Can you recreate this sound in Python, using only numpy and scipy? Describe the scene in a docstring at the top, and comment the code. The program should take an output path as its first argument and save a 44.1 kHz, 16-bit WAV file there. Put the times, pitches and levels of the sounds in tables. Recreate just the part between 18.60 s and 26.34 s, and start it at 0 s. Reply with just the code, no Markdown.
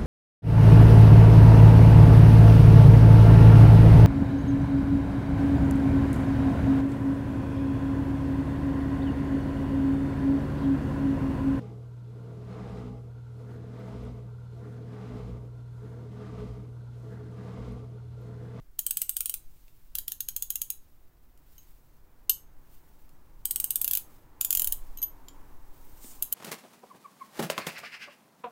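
"""Over a low rumble and faint hiss, a steel ratchet wrench clicks close to a phone in a small workshop.
Its pawl drops off tooth after tooth in four runs, then a few stray clicks. Gloves rub and bump the steel;
between runs the reversing lever snaps over and the loose drive clinks, setting the wrench ringing.
Bench and walls answer each click. Far outside a car swells and passes, and late on the turning hands
stir the air at the phone."""
import sys
import numpy as np
from scipy import signal
from scipy.fft import rfft, irfft
from scipy.io import wavfile
from scipy.ndimage import uniform_filter1d

SR = 44100
rng = np.random.default_rng(int(sys.argv[2]) if len(sys.argv) > 2 else 0)


def to_wav(s):
    """Save 16-bit WAV."""
    ch = np.atleast_2d(s).T  # columns
    pcm = np.round(np.clip(ch, -1, 1) * 32767)  # PCM
    wavfile.write(sys.argv[1], SR, pcm.astype(np.int16))


N = 341334
TIME = np.arange(N) / SR
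BODY_HZ = np.fft.rfftfreq(2048, 1 / SR)

# The bed: building rumble and microphone hiss. Each row: frequency in Hz, gain in dB.
RUMBLE_EQ = [(8, 7), (25, -0.5), (42, -7.5), (60, -14), (90, -21), (150, -20), (200, -31.5), (500, -51.5)]
HISS_EQ = [(100, 21), (2000, 0.5), (5000, 1), (11000, -3.5), (13000, -4), (15000, 6), (16500, 13)]
# One pawl drop per tooth. Each row: start in seconds, level in dB.
PAWL_DROPS = [(0.1908, -24.0), (0.2651, -24.0), (0.3083, -23.5), (0.3704, -24.0), (0.417, -23.5),
              (0.493, -24), (0.567, -25), (0.606, -25), (0.6575, -26.5), (0.6957, -27), (0.7401, -28),
              (1.3525, -27.5), (1.3851, -28), (1.4802, -28.5), (1.5193, -30), (1.605, -28), (1.686, -28.5),
              (1.7633, -26.5), (1.8231, -26.5), (1.9032, -25.5), (1.956, -27), (2.0165, -25.5),
              (2.1022, -26.5), (4.8542, -23.5), (4.909, -23.5), (4.9591, -24.0), (5, -24.0),
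              (5.0418, -23.0), (5.1058, -22.5), (5.1569, -21.5), (5.2146, -23), (5.2443, -23),
              (5.2776, -23.5), (5.3111, -23), (5.334, -22.5), (5.3512, -23), (5.3722, -24.5),
              (5.8109, -22.0), (5.8474, -22.5), (5.9056, -20.5), (5.9274, -22.0), (5.95, -21.0),
              (5.972, -22.5), (5.9959, -22), (6.0192, -22.5), (6.0442, -23.5), (6.0727, -23.5),
              (6.123, -22.5), (6.684, -46.5), (7.624, -22.5), (7.7255, -22.5)]
# The pawl keeps its seat and colour until the hands shift. Each row: start in seconds, seat resonance
# in Hz, its height in dB, lift of the body below about 6 kHz in dB, height of the pawl resonance in dB.
HAND_GRIPS = [(0, 6630, 1.6, -1.3, 3.3), (.23, 8310, 8.5, 0.7, 8), (.53, 8730, 4, 1, 1),
              (1.2, 6770, -3.5, 4.5, 9), (1.5, 6550, 4, 4, 12.5), (1.72, 6640, 3, -0.5, 5.5),
              (4.7, 8340, 6.5, 0, 5.5), (5.02, 8480, 5.4, -1, 13), (5.23, 8700, -7.5, 1, 7.5),
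              (5.7, 7050, 2.5, 0.8, 9.5), (6.01, 7600, -5.5, -2.8, .2), (6.6, 7140, 22, 19, 4),
              (7.5, 8100, -5, -2.5, 9)]
# The head's small steel parts under a sharp tap. Each row: frequency in Hz, gain in dB.
HEAD_EQ = [(300, -39), (900, -35), (1200, -25), (1550, -18.5), (2000, -25.5), (2550, -14.5), (3100, -7.5),
           (3650, -12), (5700, -14), (6700, -7.5), (9100, -4.5), (10300, -.5), (11400, -2.5), (13400, 0.5),
           (14600, 6.5), (16000, -4)]
# The ring of the whole wrench. Each row: pitch in Hz, level in dB, time to fall 60 dB in seconds.
WRENCH_MODES = [(3040, -32.5, 0.04), (3950, -34, 0.24), (6460, -16.5, 0.3), (6560, -12, 0.12),
                (12020, 8.5, 0.12), (11900, -15, .09)]
# Slaps off bench, boxes and cupboard. Each row: delay in seconds, level in dB.
NEAR_ECHOES = [(.0031, -13.5), (.0048, -12), (.0079, -14), (0.011, -19.5), (0.0176, -24)]
# The room's tail. 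Each row: frequency in Hz, time to fall 60 dB in seconds.
ROOM_DECAY = [(500, 0.28), (3000, 0.21), (8000, 0.22), (16000, 0.17)]
# Glove strokes on the steel. Each row: firmest moment in seconds, length in seconds, level in dB.
GLOVE_STROKES = [(1.0, 0.61, -65.5), (2.2, 0.7, -73), (3.0, 0.38, -63.5), (4.13, 0.18, -63.5),
                 (4.35, 0.42, -69), (5.53, 0.18, -63), (6.3, .25, -67), (6.85, 0.41, -71),
                 (7.28, 0.5, -60.5), (7.47, 0.19, -49.5), (7.68, 0.52, -60)]
# A light brush, a firm slide and a finger's bump. Each row: frequency in Hz, gain in dB.
BRUSH_EQ = [(500, -15), (2500, -6), (5000, -8.5), (9000, -11), (11000, -8), (14000, 1), (16000, -0.5)]
SLIDE_EQ = [(500, -16.5), (2500, -14.5), (5200, -4), (7000, 4.5), (9200, 6.5), (11500, -9), (13500, 4),
            (16000, -4)]
BUMP_EQ = [(100, -19), (260, 11), (550, -2), (1500, -22), (2500, -3), (4000, -14.5), (15000, -31)]
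# Fingers bumping the tool. Each row: start in seconds, level in dB, tilt in dB per octave.
FINGER_BUMPS = [(1.08, -62.5, 3), (2.775, -62, 11), (4.492, -61, 10.5), (7.443, -48.5, -1)]
# Lever snap and drive clinks. Each row: start in seconds, crack in dB, ring in dB,
# tilt of the ring in dB per octave.
LEVER_AND_DRIVE_HITS = [(2.981, -60, -51.5, -16), (3.6953, -18, -30, 7), (3.6999, -38, -19.5, 3.5),
                        (6.373, -47, -43, -6), (6.386, -65, -42, -15), (6.418, -51, -34, 0),
                        (6.427, -37.5, -26, 0), (6.432, -49, -28, 1)]
# The crack of lever and drive on their stops. Each row: frequency in Hz, gain in dB.
STOP_EQ = [(300, -25), (800, -38), (1000, -7), (1250, -18.5), (2300, -24), (3050, 9.5), (3550, -3),
           (6000, -0.5), (8700, 5), (10000, -1), (12000, 10.5), (12800, 10), (14800, 8.5), (16000, -11.5)]
# The car's drone, its tyre whine and the stirred air. 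Each row: frequency in Hz, gain in dB.
CAR_EQ = [(30, 1), (70, 7.5), (110, 5), (190, -3), (290, 4), (400, -2), (600, -5.5), (950, -7.5),
          (1400, -9.5), (2200, -17), (4000, -31.5), (9000, -46)]
TYRE_EQ = [(500, -26), (760, -5), (890, 0), (1060, -1.5), (1300, -15.5), (2500, -28)]
DRAUGHT_EQ = [(8, 5), (25, -0.5), (45, -15), (90, -26), (300, -55.5)]
# Puffs of air at the phone. Each row: peak in seconds, length in seconds, level in dB.
AIR_PUFFS = [(6.17, 0.52, -37.5), (6.85, 1.4, -45)]


def undb(db):
    """Decibels to gain."""
    return 10 ** (np.asarray(db) / 20)


def over_hz(points, hz):
    """Read a curve of (Hz, value) points on a log-frequency axis."""
    point_hz, value = np.transpose(points)
    return np.interp(np.log(hz + 1), np.log(point_hz), value)


def colour(x, eq):
    """EQ a long sound and set its rms to 1."""
    hz = np.fft.rfftfreq(len(x), 1 / SR)
    shaped = irfft(rfft(x) * undb(over_hz(eq, hz)), len(x))
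    return shaped / np.sqrt(np.mean(shaped ** 2))


def wander(rate_hz):
    """A smooth random drift with a spread near 1."""
    hold = int(SR / rate_hz)
    steps = np.repeat(rng.standard_normal(N // hold + 1), hold)
    return 0.93 * uniform_filter1d(uniform_filter1d(steps, hold), hold)[:N]


def swells(moves, rise_share, rest_db):
    """A fader ride: each move swells and fades above a resting level."""
    power = undb(rest_db) ** 2
    for peak_s, length_s, db in moves:
        width_s = length_s * np.where(TIME < peak_s, rise_share, 1 - rise_share)
        power = power + undb(db) ** 2 * np.exp(-2 * ((TIME - peak_s) / width_s) ** 2)
    return np.sqrt(power)


def at_level(hit, db):
    """Set the rms of a hit's first 8 ms."""
    return hit * undb(db) / np.sqrt(np.mean(hit[:int(.008 * SR)] ** 2))


def add(out, start_s, sound):
    """Drop a sound onto a track."""
    start = int(start_s * SR)
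    out[start:start + len(sound)] += sound[:N - start]


def building_rumble(level_db=-50.5, wander_db=2.0):
    """The building's low rumble, gently wavering."""
    return colour(rng.standard_normal(N), RUMBLE_EQ) * undb(level_db + wander_db * wander(12))


def microphone_hiss(level_db=-77):
    """The microphone's own steady noise."""
    return colour(rng.standard_normal(N), HISS_EQ) * undb(level_db)


def chatter(rise_s, hold_s, fall_s):
    """Two surfaces meet in a dense flurry of tiny contacts that holds a moment and dies."""
    t = TIME[:1024]
    attack = 1 - np.exp(-t / rise_s)
    release = 1 / (1 + np.exp(np.minimum((t - hold_s) / fall_s, 50)))
    return rng.standard_normal(len(t)) * attack * release


def resonate(flurry, body_db):
    """A flurry of contacts excites a body whose gain at each of BODY_HZ is body_db."""
    size = 2 * (len(body_db) - 1)
    push = rfft(flurry, size)
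    # hard contacts spread their energy evenly; only the fine detail differs from blow to blow
    power = uniform_filter1d(np.abs(push) ** 2, size=56, mode="mirror")
    cepstrum = irfft(np.log(undb(body_db) / np.sqrt(power)))
    # minimum phase: the body sounds only after the blow
    cepstrum[1:size // 2] *= 2
    cepstrum[size // 2 + 1:] = 0
    return irfft(push * np.exp(rfft(cepstrum)))


def wrench_ring(tilt_db):
    """The wrench rings; where it is struck and held decides how its modes share the blow."""
    t = TIME[:SR // 2]
    out = 0
    for hz, db, t60 in WRENCH_MODES:
        stray_db, stray_hz = rng.standard_normal(2) * (1.5, 8)
        envelope = undb(db + stray_db + tilt_db * np.log2(hz)) * np.exp(-np.log(1000) * t / t60)
        out = out + envelope * np.sin(2 * np.pi * (hz + stray_hz) * t)
    return out


def pawl_clicks(crack_db=0.25, ring_db=-27.5, scrape_db=-27, scrape_lead_s=0.0047, pawl_hz=12600):
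    """The pawl scrapes up a tooth, falls off and chatters into its seat; the grip colours the click."""
    out = np.zeros(N)
    body_band = over_hz([(5800, 1), (6800, 0)], BODY_HZ)
    scrape_eq = over_hz(HEAD_EQ, BODY_HZ) + 8 * body_band
    for start_s, db in PAWL_DROPS:
        grip = sum(row[0] <= start_s for row in HAND_GRIPS[1:])
        _, seat_hz, seat_db, body_db, pawl_db = HAND_GRIPS[grip]
        # from tooth to tooth the pawl lands a little differently
        seat_hz = seat_hz + 35 * rng.standard_normal()
        stretch = 1 + .05 * rng.standard_normal() * body_band
        crack_eq = over_hz(HEAD_EQ, BODY_HZ * stretch) + body_band * body_db
        for hz, width_hz, peak_db in (seat_hz, 300, seat_db), (pawl_hz, 210, pawl_db):
            peak_db = peak_db - rng.standard_normal()
            bell = np.exp(-.5 * ((BODY_HZ - hz) / width_hz) ** 2)
            crack_eq = crack_eq + (peak_db - crack_eq) * bell
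        contact = chatter(rise_s=.0003, hold_s=.002 * np.exp(.15 * rng.standard_normal()), fall_s=.0009)
        # the fist round the head deadens the highest modes
        click = at_level(wrench_ring(tilt_db=-17), db + ring_db)
        add(click, 0, at_level(resonate(contact, crack_eq), db + crack_db))
        add(out, start_s, workshop(click))
        # sliding over the tip of the tooth is softer and duller than the drop
        scrape = resonate(chatter(rise_s=.002, hold_s=scrape_lead_s, fall_s=0.00041), scrape_eq)
        add(out, start_s - scrape_lead_s, at_level(scrape, db + scrape_db + 3 * rng.standard_normal()))
    return out


def workshop(sound, tail_db=-12.0, build_s=0.0097):
    """Near surfaces slap a sound back, then the cluttered room dies away."""
    t = TIME[:SR // 3]
    hz = np.fft.rfftfreq(len(t), 1 / SR)
    noise = rfft(rng.standard_normal(len(t)))
    bands_hz, t60s = np.transpose(ROOM_DECAY)
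    tail = 0
    for t60, solo in zip(t60s, np.eye(len(bands_hz))):
        band = over_hz(np.column_stack([bands_hz, solo]), hz)
        tail = tail + irfft(noise * band, len(t)) * np.exp(-np.log(1000) * t / t60)
    tail = tail * (1 - np.exp(-(t / build_s) ** 2))
    response = tail * undb(tail_db) / np.sqrt(np.sum(tail ** 2))
    response[0] += 1  # the direct sound
    for delay_s, db in NEAR_ECHOES:
        shift_s = .00015 * rng.standard_normal()  # the hands move, so no path is twice the same
        response[int((delay_s + shift_s) * SR)] += undb(db)
    return signal.fftconvolve(sound, response)


def glove_rub(grain_db=2.0, flutter_db=2.0, firm_db=-46):
    """Knitted fibres catch and slip on the steel; a firm slide sits lower in pitch than a light brush."""
    fibres = rng.standard_normal(N) * undb(grain_db * rng.exponential(size=N).clip(0, 6))
    pressure = swells(GLOVE_STROKES, rise_share=0.43, rest_db=-72)
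    firmness = np.clip(pressure / undb(firm_db), 0, 1)
    rub = (1 - firmness) * colour(fibres, BRUSH_EQ) + firmness * colour(fibres, SLIDE_EQ)
    return rub * pressure * undb(flutter_db * wander(120))


def finger_bumps():
    """Gloved fingers knock softly on the tool."""
    out = np.zeros(N)
    for start_s, db, tilt_db in FINGER_BUMPS:
        bump_eq = over_hz(BUMP_EQ, BODY_HZ) + tilt_db * np.log2(BODY_HZ + 50)
        contact = chatter(rise_s=0.00043, hold_s=0.0018, fall_s=0.001)
        add(out, start_s, at_level(resonate(contact, bump_eq), db))
    return out


def lever_and_drive():
    """Lever and drive crack against their stops and set the whole wrench ringing."""
    out = np.zeros(N)
    for start_s, crack_db, ring_db, tilt_db in LEVER_AND_DRIVE_HITS:
        ring = wrench_ring(tilt_db)
        # while the parts still touch, the ring loses most of its energy at once
        choke = 0.45 + np.exp(-TIME[:len(ring)] / 0.016)
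        clink = at_level(ring * choke, ring_db)
        contact = chatter(rise_s=0.0014, hold_s=0.0027, fall_s=0.00021)
        add(clink, 0, at_level(resonate(contact, over_hz(STOP_EQ, BODY_HZ)), crack_db))
        add(out, start_s, workshop(clink))
    return out


def passing_car(nearest_s=6.55, speed_m_s=12.6, distance_m=17.8, nearest_db=-59, tyres_db=-6.0):
    """A far car swells and fades along a straight road; its tyre whine stands out only when nearest."""
    nearness = distance_m / np.hypot(distance_m, speed_m_s * (TIME - nearest_s))
    tyres = colour(rng.standard_normal(N), TYRE_EQ) * undb(tyres_db) * nearness
    gain = nearness * undb(nearest_db + wander(8.3))
    drone = colour(rng.standard_normal(N), CAR_EQ)
    return gain * (drone + tyres)


def hand_draughts():
    """Hands turning the wrench push deep puffs of air at the phone."""
    return colour(rng.standard_normal(N), DRAUGHT_EQ) * swells(AIR_PUFFS, rise_share=.4, rest_db=-60.5)


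def scene():
    """The mono mix: wrench and hands up close in the room, over a quiet bed."""
    wrench = pawl_clicks() + lever_and_drive()
    hands = workshop(glove_rub() + finger_bumps())[:N]
    bed = passing_car() + building_rumble() + hand_draughts() + microphone_hiss()
    return (wrench + hands + bed)[None]


def record(dry):
    """The phone cuts the top steeply above 15.7 kHz."""
    return signal.sosfilt(signal.ellip(8, .2, 70, 15700, fs=SR, output="sos"), dry)


dry = scene()
out = record(dry)
to_wav(out)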